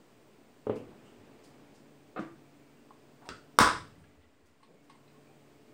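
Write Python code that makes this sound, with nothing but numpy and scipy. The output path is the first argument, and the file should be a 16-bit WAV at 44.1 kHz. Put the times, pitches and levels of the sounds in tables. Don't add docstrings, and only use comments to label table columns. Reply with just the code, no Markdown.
import sys
import numpy as np
from scipy import signal
from scipy.fft import rfft, irfft, next_fast_len
from scipy.io import wavfile
from scipy.ndimage import uniform_filter1d

SR = 44100
rng = np.random.default_rng(int(sys.argv[2]) if len(sys.argv) > 2 else 0)


def volts(x):
    e = np.asarray(x, float) / 20
    return 10 ** e


def master_out(mix):
    frames = np.transpose(np.atleast_2d(mix))
    ceiling = np.clip(frames, -1, 1)
    pcm = np.round(ceiling * 32767).astype(np.int16)
    wavfile.write(sys.argv[1], SR, pcm)


N = 252693
TIME = np.arange(N) / SR

# (time [s], peak level [dB], push length [ms])
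SLAM_BLOWS = [(3.5877, 2.16, 0), (3.606, -10.5, .12), (3.6128, -13, .15), (3.619, -16, .12),
              (3.628, -9, .12), (3.635, -18.5, .12), (3.644, -20, .12), (3.657, -14.5, .15),
              (3.669, -18.5, .15), (3.675, -11.5, .15), (3.682, -39, .15)]
# (frequency [Hz], level [dB per Hz])
TUB_COLOUR = [(70, -39.5), (200, -21), (420, -17.5), (780, -17), (1100, -3.5), (1450, -8.5), (1900, -19.5),
              (3200, -25), (3700, -22), (4300, -31), (5200, -20), (6800, -32.5), (8600, -28), (10200, -33),
              (12000, -47), (15000, -41)]
# (frequency [Hz], level [dB], time to fade 60 dB [s])
TUB_TONES = [(305, -19.5, 0.57), (410, -20, 0.18), (521, -4, 0.12), (603, -24, 0.16), (926, -6.5, 0.12),
             (1005, -7, 0.19), (1023, 2.5, 0.93), (1417, 0, 0.15), (1593, -17.5, 0.13), (1790, -6, 0.044),
             (2170, -13, 0.5), (2300, -25.5, 0.4), (2310, -21.5, 0.37), (2780, -18, 1), (2730, -26, 0.43),
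             (3050, -12, 0.29), (3470, -6.5, 0.17), (3960, -22.5, 0.7), (4170, -16.5, 0.21),
             (4443, -17, 0.12), (4160, -23.5, 0.22), (4750, -22, 0.31), (5260, -23.5, 0.41),
             (5720, -14, 0.44), (4847, -23, 0.38), (5000, -26, 0.36)]


def slam():
    return strike(SLAM_BLOWS, TUB_COLOUR, modes(TUB_TONES, shrink=0.41), ring_db=-25.5, wet_db=3.5,
                  build_s=0.012, spread_ms=0.29, crunch_hz=3000, crunch_ms=1.7, edge_db=1.5)


# (time [s], peak level [dB], push length [ms])
PANEL_KNOCKS = [
    (.668, -22, 0.28),
    (.6955, -17.5, 0.25),
    (.711, -43, 0.43),
    (.722, -38, 0.21),
    (.728, -33, 0.21),
    (.754, -37, 0.26),
    (.760, -32, 0.11),
]
# (frequency [Hz], level [dB per Hz])
PANEL_COLOUR = [(40, -56), (107, -13), (150, -17.5), (228, -5), (300, 0.5), (400, 2.5), (540, 0),
                (750, -11), (950, -16), (1250, -17.5), (2000, -31.5), (3200, -30), (4500, -44),
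                (11000, -86)]
# (frequency [Hz], level [dB], time to fade 60 dB [s])
PANEL_TONES = [(110, -3, 0.41), (217, -1, 0.46), (308, -24, 0.23), (415.5, 10, 0.42), (460, -14, 0.21),
               (567, 5, 0.095), (640, 5.5, 0.093), (776, 3, 0.11)]


def panel_knock():
    return strike(PANEL_KNOCKS, PANEL_COLOUR, modes(PANEL_TONES, shrink=0.42), ring_db=-18, wet_db=-4.5,
                  build_s=0.014, spread_ms=1.24, crunch_hz=1200, crunch_ms=11.0, edge_db=1.0)


# (time [s], peak level [dB], push length [ms])
HINGE_CATCHES = [
    (2.192, -23.5, 0.67),
    (2.202, -42, 0.6),
    (2.208, -44, 0.26),
    (2.222, -31.5, 0.86),
    (2.249, -38, 0.35),
]
# (frequency [Hz], level [dB per Hz])
SEAL_COLOUR = [(24, -69), (40, -33), (58, -34), (169, -10), (263, -10.5), (329, 5), (401, -17), (668, -16),
               (730, -16), (1480, -9.5), (3220, -31), (8000, -50), (10400, -75), (17600, -120)]
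# (frequency [Hz], level [dB], time to fade 60 dB [s])
SEAL_TONES = [(184, -15, 0.56), (325, -1, 0.19), (710, -25, 0.22), (960, -31, 0.43), (1370, -33, 0.68),
              (1310, -24, 0.3), (1520, -16, 0.26), (1776, -20, 1.0), (2000, -30, 0.49), (2083, -25, 0.26)]


def hinge_catch():
    return strike(HINGE_CATCHES, SEAL_COLOUR, modes(SEAL_TONES, shrink=0.93), ring_db=-24, wet_db=3.0,
                  build_s=0.012, spread_ms=0.59, crunch_hz=900, crunch_ms=5.5, edge_db=3.0)


# (frequency [Hz], level [dB per Hz])
TONGUE_COLOUR = [(35, -28), (60, -9.5), (156, -1.5), (305, 7), (721, -6), (792, -10), (1350, 5.5),
                 (2150, -9.5), (2780, -6), (3760, -15), (4520, -10.5), (7030, -18), (8470, -19),
                 (11500, -45), (15500, -35)]
# (time [s], peak level [dB])
LATCH_SNAPS = [
    (3.2897, -21.5),
    (3.2912, -33.5),
    (3.298, -43),
]


def latch_snap():
    return strike(LATCH_SNAPS, TONGUE_COLOUR, np.zeros(1), ring_db=0, wet_db=1.0,
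                  build_s=0.00098, spread_ms=0.071, crunch_hz=3000, crunch_ms=0.69, edge_db=8.0)


def slips(count):
    start_s, length_s, push_ms = 2.1615, 0.034, 0.2
    level_db, swell_db, scatter_db = -33.5, 2, 4
    chance = rng.random((count, 2))
    late = 0.75 * chance[:, 0] * (np.arange(count) > 0)
    along = (np.arange(count) + late) / count
    db = level_db + swell_db * along + scatter_db * (2 * chance[:, 1] - 1)
    return np.c_[start_s + length_s * along, db, np.full(count, push_ms)].tolist()


# (frequency [Hz], level [dB per Hz])
RUBBER_COLOUR = [(88, -44), (150, 2), (540, 1), (753, 2.5), (890, -14), (1160, 4.5), (1390, -7.5),
                 (2540, -10.5), (4390, -25), (8000, -48), (10400, -75), (17600, -120)]


def seal_scrape():
    return strike(slips(count=16), RUBBER_COLOUR, np.zeros(1), ring_db=0, wet_db=-6.0,
                  build_s=0.0083, spread_ms=0.88, crunch_hz=1500, crunch_ms=5.2, edge_db=-4.5)


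# (time [s], peak level [dB], frequency [Hz], time to fade 60 dB [s])
BLOW_BOOMS = [
    (0.689, -51, 110, 0.19),
    (.700, -67, 45, 1.7),
    (2.190, -53, 132, 0.18),
    (2.19, -32, 193, 0.11),
    (3.290, -48, 59.3, 0.18),
    (3.590, -37.5, 44, 0.5),
    (3.601, -36, 81, 0.48),
    (3.607, -22.5, 127, 0.072),
    (3.607, -14.5, 237, 0.054),
    (3.629, -31.5, 298, 0.36),
]
# (time [s], peak level [dB], frequency [Hz])
CABINET_ROCKS = [
    (1.153, -59, 89),
    (3.800, -53, 89),
    (3.951, -56, 161.3),
    (3.970, -54, 83.2),
    (4.152, -57, 76),
    (4.420, -62.5, 75.8),
    (4.681, -59.5, 166.3),
]


def boom():
    out = np.zeros(N)
    rocking_t60_s = 0.54
    rows = BLOW_BOOMS + [(*row, rocking_t60_s) for row in CABINET_ROCKS]
    phases = rng.uniform(0, 2 * np.pi, len(rows))
    for (s, db, hz, t60), phase in zip(rows, phases):
        swell = fade(0.036 * t60, t60)
        turn = 2 * np.pi * hz * np.arange(len(swell)) / SR
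        tones = np.sin(turn) + 0.81 * np.sin(1.17 * turn + phase)
        add(out, s, volts(db) * swell * tones)
    return out


def short_fade(rise_s, t60_s):
    t = np.arange(4000) / SR
    return (1 - np.exp(-t / rise_s)) * volts(-60 * t / t60_s)


def tone_pair(hz, t60_s, rise_s):
    t = np.arange(4000) / SR
    tones = np.sin(2 * np.pi * hz * t) + 0.6 * np.sin(2 * np.pi * 0.82 * hz * t)
    return tones * short_fade(rise_s, t60_s)


def bright_edge(out, s, db, hz, t60_s):
    puff(out, s, db, short_fade(0.06 * t60_s, t60_s), rng.standard_normal(4000), hz, octaves=0.13)


# (time [s], peak level [dB], ring [Hz], edge level [dB])
LATCH_TICKS = [
    (2.907, -40.5, 1050, -85),
    (3.221, -50, 690, -85),
    (3.2551, -46, 950, -63),
    (3.267, -44, 740, -60.5),
    (3.278, -44, 900, -73),
]
# (time [s], peak level [dB], ring [Hz], edge level [dB])
DISH_CLINKS = [
    (4.038, -50, 1670, -73),
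    (4.603, -53, 1053, -85),
    (4.629, -43, 1084, -60),
    (4.897, -38.5, 1087, -73),
    (4.95, -45.5, 1056, -78),
    (5.076, -56, 2530, -63),
    (5.10, -60, 2540, -73),
]


def ticks_and_clinks():
    dry = np.zeros(N)
    edge_hz, edge_t60_s = 8500, 0.028
    glaze_hz, glaze_t60_s = 4020, 0.052
    for s, db, hz, edge_db in LATCH_TICKS:
        add(dry, s, volts(db) * tone_pair(hz, t60_s=0.035, rise_s=0.0008))
        bright_edge(dry, s, edge_db, edge_hz, edge_t60_s)
    for s, db, hz, edge_db in DISH_CLINKS:
        ring = tone_pair(hz, t60_s=0.034, rise_s=0.005)
        overtone = volts(-13) * tone_pair(1.96 * hz, t60_s=0.034, rise_s=0.005)
        add(dry, s, volts(db) * (ring + overtone))
        bright_edge(dry, s, edge_db, glaze_hz, glaze_t60_s)
        bright_edge(dry, s, db - 24.5, edge_hz, glaze_t60_s)
    bright_edge(dry, 3.567, -59.5, 5600, edge_t60_s)
    return dry + volts(-6.0) * signal.fftconvolve(dry, room(0.0015))[:N]


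# (time [s], level [dB], centre
# [Hz], width [octaves])
SOFT_BRUSHES = [(.700, -55, 2170, 0.62), (0.762, -61, 2700, 0.23), (1.050, -71, 7150, 0.42),
                (1.054, -66.5, 2870, 0.28), (1.435, -62.5, 5450, 1.2), (1.745, -66.5, 5600, 0.95),
                (2.190, -64, 5640, 0.84), (2.200, -61, 2000, 0.95), (3.215, -56.5, 900, 1.1),
                (3.31, -51, 1450, 0.14), (3.984, -76, 8500, 0.473), (4.031, -68, 2370, 0.53),
                (4.210, -72, 2600, .7), (4.455, -72.5, 4700, 1.6), (4.680, -58, 472, 0.57),
                (4.728, -60, 477, .5), (5.280, -64, 730, .2)]
# (time [s], level [dB], centre [Hz])
SHARP_SCUFFS = [
    (.755, -63, 5460),
    (3.255, -65, 3000),
    (4.629, -67.5, 2325),
    (4.838, -77.5, 6950),
    (4.896, -61.5, 2500),
]


def brushing():
    out = np.zeros(N)
    rows = [(*row, 0.0041, 0.048) for row in SOFT_BRUSHES]
    rows += [(*row, 1.27, 0.0011, 0.037) for row in SHARP_SCUFFS]
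    size = SR // 2
    for s, db, hz, octaves, rise, fall in rows:
        grain = rng.standard_normal(size) * volts(1.5 * rng.exponential(size=size))
        puff(out, s, db, fade(rise, fall * np.log(1000))[:size], grain, hz, octaves)
    return out


# (time [s], frequency [Hz],
# level [dB])
WIRE_CHIRPS = [(0.959, 2510, -72), (1.06, 2830, -69), (2.261, 1200, -64), (2.44, 2330, -73),
               (2.62, 2270, -68), (2.76, 2740, -70.5), (3.95, 1970, -73), (4.101, 1975, -74),
               (4.21, 1960, -73), (4.21, 1418, -75), (4.33, 1960, -77), (4.451, 1983, -73),
               (4.449, 1400, -75), (4.761, 2200, -74), (4.91, 2110, -71), (4.97, 1090, -68),
               (5.141, 1083, -64.5), (5.27, 2400, -68)]


def wires():
    out = np.zeros(N)
    for s, hz, db in WIRE_CHIRPS:
        puff(out, s, db, fade(0.0079, 0.4), rng.standard_normal(SR), hz, octaves=0.07)
    return out


# (frequency [Hz], level [dB per Hz])
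AIR_COLOUR = [(30, -25.5), (64, -16.5), (141, -5.5), (183, -11.5), (220, -3.5), (280, -3.5), (434, -7.5),
              (930, -15.5), (1530, -19.5), (2500, -21.5), (5000, -31.5), (8000, -31.5), (11000, -42),
              (15000, -36.5)]
# (frequency [Hz], level [dB rms])
FRIDGE_HUM = [(144, -70), (233, -72), (288, -67.5), (431, -71), (605, -77), (697, -79.5)]
# (frequency [Hz], level [dB rms])
ELECTRIC_WHINE = [(7150, -92.5), (8301, -99), (10000, -97)]


def kitchen():
    duck_db = -7.5 * np.interp(TIME, np.cumsum([3.884, 0.45, 0.28, 0.52]), [0, 1, 1, 0])
    swing_s, rise_s, fall_s = 0.65, 0.099, 0.35
    jolt = np.interp(TIME, np.cumsum([swing_s, rise_s, fall_s]), [0, 1, 0])
    roll = np.interp(TIME, np.cumsum([swing_s, rise_s + fall_s, 0.4, 2.01 - 1.5]), [0, 1, 1, 0])
    low_gain = volts(12.5 * jolt + 3.5 * roll + 1.08 * duck_db)
    mid_gain = volts(-2 + 3.5 * roll + 0.34 * duck_db)
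    top_gain = volts(1.6 + duck_db)
    fridge_gain = volts(duck_db + np.interp(TIME, [swing_s, 1.5], [-7.5, 0]))

    air = shape(rng.standard_normal(N), lambda f: gain_at(f, AIR_COLOUR) - 40 * (f > 15750))
    low = signal.sosfiltfilt(signal.butter(1, 800, fs=SR, output="sos"), air)
    top = signal.sosfiltfilt(signal.butter(1, 4500, "high", fs=SR, output="sos"), air)
    mid = air - low - top
    noise = volts(-60.5) * (low_gain * low + mid_gain * mid + top_gain * top) / np.std(air)
    hum = sum(volts(db) * wavering(hz, 5, steady=3.0) for hz, db in FRIDGE_HUM)
    whine = sum(volts(db) * wavering(hz, 120, steady=1.3) for hz, db in ELECTRIC_WHINE)
    return noise + fridge_gain * hum + whine


def wavering(hz, width_hz, steady):
    wide = int(SR / width_hz)
    drift = rng.standard_normal((2, N))
    re, im = uniform_filter1d(uniform_filter1d(drift, wide), wide)
    turn = 2 * np.pi * hz * TIME
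    return unit((steady * np.std(re) + re) * np.cos(turn) + im * np.sin(turn))


def strike(rows, table, ring, ring_db, wet_db, build_s, spread_ms, crunch_hz, crunch_ms, edge_db):
    hits, out = np.zeros(SR // 4), np.zeros(N)
    first_s = rows[0][0]
    for s, db, *push_ms in rows:
        length_ms = push_ms[0] if push_ms else 0
        push = np.hanning(int(SR * length_ms / 1000) + 3)[1:-1]
        add(hits, s - first_s, volts(db) * push / push.sum())
    short = body(lambda f: gain_at(f, table), spread_ms)
    short = short / np.abs(short).max()
    answer = volts(wet_db) * signal.fftconvolve(short, room(build_s))
    deep = signal.sosfilt(signal.butter(1, crunch_hz, fs=SR, output="sos"), short)
    crunch = rng.standard_normal(len(short)) * np.exp(-np.arange(len(short)) / (crunch_ms * SR / 1000))
    crunch = crunch / np.linalg.norm(crunch)
    add(answer, 0, deep)
    add(answer, 0, volts(edge_db) * signal.fftconvolve(short - deep, crunch))
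    add(answer, 0, volts(ring_db) * ring)
    add(out, first_s, signal.fftconvolve(hits, answer))
    return out


def modes(table, shrink, size=30000):
    t = np.arange(size) / SR
    out = np.zeros(size)
    for (hz, db, t60), phase in zip(table, rng.uniform(0, 2 * np.pi, len(table))):
        fall_db = 60 * t / (shrink * min(t60, 0.6))
        out += volts(db - fall_db) * np.sin(2 * np.pi * hz * t + phase)
    return (1 - np.exp(-t / 0.0015)) * out


def body(db_of, spread_ms=0., size=4096):
    hz = np.fft.rfftfreq(size, 1 / SR)
    cep = irfft(np.log(volts(db_of(hz))), size)
    cep[1:size // 2] *= 2
    cep[size // 2 + 1:] = 0
    paths = np.c_[np.geomspace(100, 20000, num=24), rng.random(24)]
    late_s = spread_ms / 1000 * gain_at(hz, paths)
    turn = 2 * np.pi * np.cumsum(late_s) * SR / size
    return irfft(np.exp(rfft(cep) - 1j * turn), size)[:size // 2]


# (frequency [Hz], time to fade 60 dB [s])
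ROOM_FADE = [(100, 1), (250, .4), (1000, 0.31), (3000, 0.39), (8000, 0.36), (11000, .35), (15000, 0.23)]


def room(build_s, size=40000):
    t, out = np.arange(size) / SR, np.zeros(size)
    for hz in 60 * 2. ** np.arange(9):
        band = shape(rng.standard_normal(size), lambda f: bell(f, hz, 0.7))
        out += band * volts(-60 * t / gain_at(hz, ROOM_FADE))
    return out * (1 - np.exp(-(t / build_s) ** 2)) / np.sqrt(np.sum(out ** 2))


def gain_at(hz, table):
    f, db = np.transpose(table)[:2]
    return np.interp(np.log(np.maximum(hz, 1)), np.log(f), db)


def shape(x, db_of):
    size = next_fast_len(len(x))
    return irfft(rfft(x, size) * volts(db_of(np.fft.rfftfreq(size, 1 / SR))), size)[:len(x)]


def unit(x):
    return x / np.sqrt(np.mean(x ** 2))


def bell(hz, centre_hz, octaves):
    return -12 * (np.log2(np.maximum(hz, 1) / centre_hz) / octaves) ** 2


def fade(rise, t60):
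    t = np.arange(int(1.2 * t60 * SR) + 4000) / SR
    return (1 - np.exp(-t / rise)) * volts(-60 * t / t60)


def add(out, s, sound):
    at = int(s * SR)
    out[at:at + len(sound)] += sound[:len(out) - at]


def puff(out, s, db, envelope, noise, hz, octaves):
    band = unit(shape(noise, lambda f: bell(f, hz, octaves)))
    add(out, s, volts(db) * envelope * band[:len(envelope)])


def scene():
    door = slam() + panel_knock() + hinge_catch() + latch_snap() + seal_scrape()
    return (door + boom() + ticks_and_clinks() + brushing() + wires() + kitchen())[None]


# (frequency [Hz], width [Hz], level [dB])
PORT_PEAKS = [(4080, 100, 0.5), (4900, 410, 3), (6500, 380, -0.5), (8700, 700, 3.5), (11800, 4200, -2.5),
              (15000, 900, 3.5)]


def phone_port(dry):
    port = body(lambda f: sum(db * np.exp(-((f - hz) / width_hz) ** 2) for hz, width_hz, db in PORT_PEAKS))
    return signal.fftconvolve(dry, port[None, :512])[:, :N]


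def band_limit(x):
    return signal.sosfilt(signal.butter(12, 16780, fs=SR, output="sos"), x)


def record(dry):
    heard = np.tanh(0.8 * phone_port(dry)) / 0.8
    heard = signal.sosfilt(signal.ellip(10, 0.2, 80, 15900, fs=SR, output="sos"), heard)
    return band_limit(heard - 0.0004)


dry = scene()
out = record(dry)
master_out(out)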